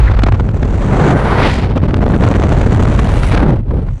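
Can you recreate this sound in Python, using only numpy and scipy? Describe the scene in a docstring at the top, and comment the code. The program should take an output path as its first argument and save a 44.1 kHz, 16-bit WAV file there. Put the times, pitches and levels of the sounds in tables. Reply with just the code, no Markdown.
"""Outside a small aircraft in flight, a microphone is carried along the side and in through the open door.
Turbulent pressure on the microphone rumbles, buffets and hisses: smooth in the free stream, torn into
slapping eddies by the door. Flow grazing an edge resonates in brief throbs, a squeak and a whoosh.
Engine and propeller drone faintly underneath; a limiter holds the peaks."""
import sys
import numpy as np
from scipy import signal
from scipy.fft import rfft, irfft, next_fast_len
from scipy.io import wavfile
from scipy.ndimage import uniform_filter1d, minimum_filter1d, map_coordinates

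SR = 44100
rng = np.random.default_rng(int(sys.argv[2]) if len(sys.argv) > 2 else 0)


def inscribe(sig):
    """Save sig as 16-bit PCM at rate SR to the path in sys.argv[1].

    A 1-D sig is mono; a 2-D sig holds one channel per row.
    Samples are clipped to [-1, 1] before scaling.
    """
    pcm = np.round(np.clip(np.atleast_2d(sig).T, -1, 1) * 32767)
    wavfile.write(sys.argv[1], SR, pcm.astype(np.int16))


N = 176400


def amp(db):
    """Amplitude ratio of a level in decibels."""
    return 10 ** (np.asarray(db) / 20)


def unit(x):
    """Normalisation to unit rms."""
    return x / np.sqrt(np.mean(x ** 2) + 1e-20)


def curves(rows):
    """Linear interpolation in time of each column after the first, one value a sample."""
    times, *columns = np.transpose(rows)
    return [np.interp(np.arange(N) / SR, times, column) for column in columns]


def wobble(rate):
    """Smooth random modulation: a spline through rate knots a second, at unit rms."""
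    knots = rng.standard_normal(N // 8)
    return unit(map_coordinates(knots, [2 + np.arange(N) * rate / SR], mode="wrap"))


def filtered(x, response):
    """Linear filtering: the spectrum of x times a frequency response."""
    size = next_fast_len(N + 8192)
    return irfft(rfft(x, size) * response(np.fft.rfftfreq(size, 1 / SR)), size)[..., :N]


def coloured(x, spectrum):
    """Spectral shaping by (f/Hz, level/dB) points, conserving the power of white noise."""
    hz, db = np.transpose(spectrum)
    return filtered(x, lambda f: unit(amp(np.interp(np.log(f + 1), np.log(hz), db))))


def bell(centre, spread):
    """Gaussian envelope, down to 1/e^2 at spread seconds from its centre."""
    return np.exp(-2 * np.minimum(((np.arange(N) / SR - centre) / spread) ** 2, 20))


# Strength of the rumble: t/s, level/dB
RUMBLE_LEVEL = [(0.0, -3), (0.19, -17.5), (0.26, -5.5), (0.38, -12), (1.12, -14), (1.3, -15.5), (2.15, -12),
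                (2.3, -10.5), (3.45, -10), (3.66, -18), (3.71, -11), (3.84, -16.5), (3.94, -14.5),
                (3.98, -28)]
# Spectrum of the rumble: f/Hz, relative level/dB
RUMBLE_SPECTRUM = [(18, -16), (35, 2.5), (55, 4.5), (85, -3.5), (120, 0.5), (170, -21.5), (600, -82)]

def rumble():
    """Large-scale turbulence: slow pressure swings of fairly even size on the microphone."""
    level_db, = curves(RUMBLE_LEVEL)
    pressure = coloured(rng.standard_normal(N), RUMBLE_SPECTRUM)
    power = uniform_filter1d(uniform_filter1d(pressure ** 2, size=1500), size=1500)
    envelope = np.sqrt(np.abs(power) + 0.16)
    return amp(level_db) * unit(pressure / envelope)


def snaps(per_second=200):
    """Shot noise: tiny eddies burst on the microphone as clicks of random time and size."""
    hits = rng.random(N) < per_second / SR
    return unit(hits * rng.standard_normal(N))


# Air noise as the microphone turns in the flow: t/s, then level/dB of buffet, roar, treble, hiss, sizzle
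STREAM_LEVELS = [(0.0, -21.5, -22.5, -32.5, -49.5, -63), (0.15, -24.5, -28.5, -38, -62.5, -69),
                 (0.5, -19.5, -38, -48.5, -58.5, -80), (0.78, -19.5, -30.5, -40, -50, -61),
                 (0.93, -13, -24, -36.5, -47.5, -56), (0.98, -9.5, -20.5, -33.5, -44, -59),
                 (1.11, -10.5, -16.5, -28, -41, -51), (1.155, -4, -18, -37.5, -49, -51),
                 (1.175, -20, -19.5, -36, -51.5, -50.5), (1.37, -15, -17, -28, -55, -49.5),
                 (1.45, -14, -16.5, -21, -50, -46), (1.53, -19, -25, -26.5, -43, -47.5),
                 (1.75, -14, -32, -40.5, -69.5, -68), (2.19, -15, -29.5, -42.5, -53, -57),
                 (2.22, -12.5, -22.5, -34, -45.5, -56), (2.85, -14, -25, -35, -45.5, -57),
                 (3.28, -20.5, -28, -32.5, -51.5, -42.5), (3.335, -12.5, -21, -26, -48, -44),
                 (3.4, -14, -22, -36, -65, -55.5), (3.52, -8.5, -26, -38.5, -62, -60),
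                 (3.64, -34, -53.5, -61, -83, -81), (3.74, -12.5, -37, -49, -84, -64),
                 (3.97, -40, -52.5, -56.5, -59.5, -73.5)]
# How torn the flow is: t/s, roughness (0 is smooth, about 1 fully torn)
FLOW_ROUGHNESS = [(0, 0), (0.25, 1), (.55, 0.57), (0.9, 0.37), (1.4, 0.16), (1.6, 0.4), (1.85, 1.27),
                  (2.35, 0.88), (3.0, 0.65), (3.2, 0.44), (3.35, 0.7), (3.55, 0.48)]
# Spectra of the air noise bands, low to high: f/Hz, relative level/dB
BUFFET_SPECTRUM = [(60, -21), (130, 2.5), (200, 0.5), (300, -5), (450, -11.5), (1000, -31.5), (6000, -98.5)]
BODY_SPECTRUM = [(200, -19), (400, 0), (600, -1), (1000, -13.5), (6000, -81.5)]
ROAR_SPECTRUM = [(250, -7.5), (500, -9), (800, 0.5), (1500, -4), (2100, -13.5), (3000, -31.5), (12000, -88)]
TREBLE_SPECTRUM = [(1200, -28), (1900, 0.5), (2500, -2), (4300, -10.5), (4900, -15), (12000, -47)]
HISS_SPECTRUM = [(5100, -24.5), (5700, -2.5), (7200, -2.5), (8400, -8.5), (10000, -24), (13000, -47)]
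SIZZLE_SPECTRUM = [(5000, -12), (5800, 4), (6800, -5), (8500, 3.5), (10400, 0.5), (12000, -16.5),
                   (13500, -18), (15000, -41.5)]

def slipstream(eddy_hz=100, ripple_hz=330, crackle_hz=1500):
    """Amplitude modulation: the same eddies swing all bands, more deeply the rougher the flow."""
    roughness, = curves(FLOW_ROUGHNESS)
    buffet_db, roar_db, treble_db, hiss_db, sizzle_db = curves(STREAM_LEVELS)
    body_db = (buffet_db + roar_db) / 2 - 3  # the buffeting brightens as the roar grows
    swirl = wobble(eddy_hz) + wobble(ripple_hz)
    fast_swirl = unit(swirl - uniform_filter1d(swirl, size=4000))
    eddies = 2 * np.tanh(fast_swirl / 2)
    crackle = amp(2.5 * roughness * wobble(crackle_hz))
    clicks = roughness * amp(-2) * snaps()
    bands = [(BUFFET_SPECTRUM, buffet_db, 6, 0), (BODY_SPECTRUM, body_db, 6, 0),
             (ROAR_SPECTRUM, roar_db, 6.5, 0), (TREBLE_SPECTRUM, treble_db, 7, 0.5),
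             (HISS_SPECTRUM, hiss_db, 7, 1), (SIZZLE_SPECTRUM, sizzle_db, 7, 1)]
    air = np.zeros(N)
    for spectrum, level_db, depth, click_share in bands:
        noise = crackle * rng.standard_normal(N) + click_share * clicks
        flutter = noise * amp(depth * roughness * eddies)
        flutter /= np.sqrt(uniform_filter1d(flutter ** 2, size=6000))  # only fast swings remain
        air += amp(level_db) * unit(coloured(flutter, spectrum))
    return air


def engine(pitch_hz=88.04, level_db=-22):
    """Periodic source: engine and propeller drone on one wavering tone, fading on the way inside."""
    frequency = pitch_hz * (1 + 0.013 * wobble(5.99))
    phase = 2 * np.pi * np.cumsum(frequency) / SR
    fade_db = -10 * np.clip((np.arange(N) / SR - 3.5) / 0.5, 0, 1)
    return amp(level_db + fade_db) * unit(np.sin(phase))


# Deep throbs, a rough squeak, a whoosh thinning to a hiss: t/s, spread/s, f/Hz, half-width/Hz, level/dB
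EDGE_RESONANCES = [(0.087, 0.31, 60, 19, -9), (0.283, 0.095, 97, 19, -11), (0.081, 0.015, 1800, 310, -21.5),
                   (1.44, 0.033, 1800, 890, -21.5), (1.53, 0.12, 4800, 730, -40)]

def edge_resonances():
    """Flow-excited resonance: bands of noise sing for a moment as the air grazes an edge."""
    sound = np.zeros(N)
    for centre, spread, hz, half_width, level_db in EDGE_RESONANCES:
        band = unit(filtered(rng.standard_normal(N), lambda f: 1 / (1 + ((f - hz) / half_width) ** 4)))
        envelope = np.sqrt(np.abs(signal.hilbert(band)) ** 2 + 0.5)
        sound += amp(level_db) * bell(centre, spread) * unit(band / envelope)
    return sound


# Single strong eddies: t/s, thump level/dB, crack level/dB, spread/s
EDDY_SLAPS = [(0.099, -10.5, -32, 0.0026), (0.193, -10, -22, 0.0054), (0.222, -18.5, -19, 0.0016),
              (0.237, -6.5, -10.5, 0.0048), (0.268, -7.5, -18.5, 0.0075), (0.288, -1, -17, 0.0062),
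              (0.324, -8, -22.5, 0.004), (0.347, -14.5, -29, 0.012), (0.399, -12, -26, 0.0054),
              (0.491, -21, -25.5, 0.003), (0.631, -17.5, -24, 0.0067), (1.779, -13, -23.5, 0.0055),
              (1.909, -17, -28, 0.0033), (1.943, -4.5, -15, 0.0022), (2.027, -10, -27, 0.0086),
              (2.065, -9.5, -26, 0.004), (2.102, -8.5, -29, 0.0055), (2.143, -8.5, -28, 0.012),
              (2.239, -5.5, -18, 0.0036), (2.279, -16.5, -22, 0.0048), (2.341, -14, -21.5, .003),
              (2.501, -20.5, -24, .004), (2.522, -7, -16.5, 0.0042), (2.993, -9, -21, 0.004),
              (3.234, -19.5, -16, 0.003), (3.345, -19, -19, 0.009), (3.378, -11.5, -18.5, 0.0076),
              (3.71, -19, -39, 0.0063), (3.888, -22, -38.5, 0.005)]
# Spectra of the two parts of a slap: f/Hz, relative level/dB
THUMP_SPECTRUM = [(40, -25.5), (130, 2), (280, -1.5), (600, -9.5), (1000, -12.5), (2000, -27), (6000, -73)]
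CRACK_SPECTRUM = [(500, -17.5), (1400, 7.5), (2400, -1), (4100, -10.5), (7500, -24.5), (10500, -36.5),
                  (14000, -59)]

def eddy_slaps(grain_db=2, grain_hz=1500):
    """Pressure transients: each strong eddy hits the microphone with a low thump and a bright crack."""
    thumps = sum(amp(db) * bell(centre, spread) for centre, db, _, spread in EDDY_SLAPS)
    cracks = sum(amp(db) * bell(centre, spread) for centre, _, db, spread in EDDY_SLAPS)
    sound = np.zeros(N)
    for envelope, spectrum in (thumps, THUMP_SPECTRUM), (cracks, CRACK_SPECTRUM):
        ragged_noise = unit(rng.choice([-1, 1], N) * amp(grain_db * wobble(grain_hz)))
        sound += coloured(envelope * ragged_noise, spectrum)
    return sound


def scene():
    """Superposition: the pressures of all sources add at one microphone."""
    return (rumble() + slipstream() + engine() + edge_resonances() + eddy_slaps())[None]


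def record(dry):
    """Peak limiting and band limiting: the gain dips around each peak, then the top treble is cut."""
    ceiling, smoothing_s, cutoff_hz = 0.99, 0.0063, 15000
    window = int(smoothing_s * SR)
    allowed_gain = np.minimum(1, ceiling / (np.abs(dry) + 1e-9))
    gain = uniform_filter1d(minimum_filter1d(allowed_gain, 2 * window), window)
    return filtered(dry * gain, lambda f: f < cutoff_hz)


dry = scene()
out = record(dry)
inscribe(out)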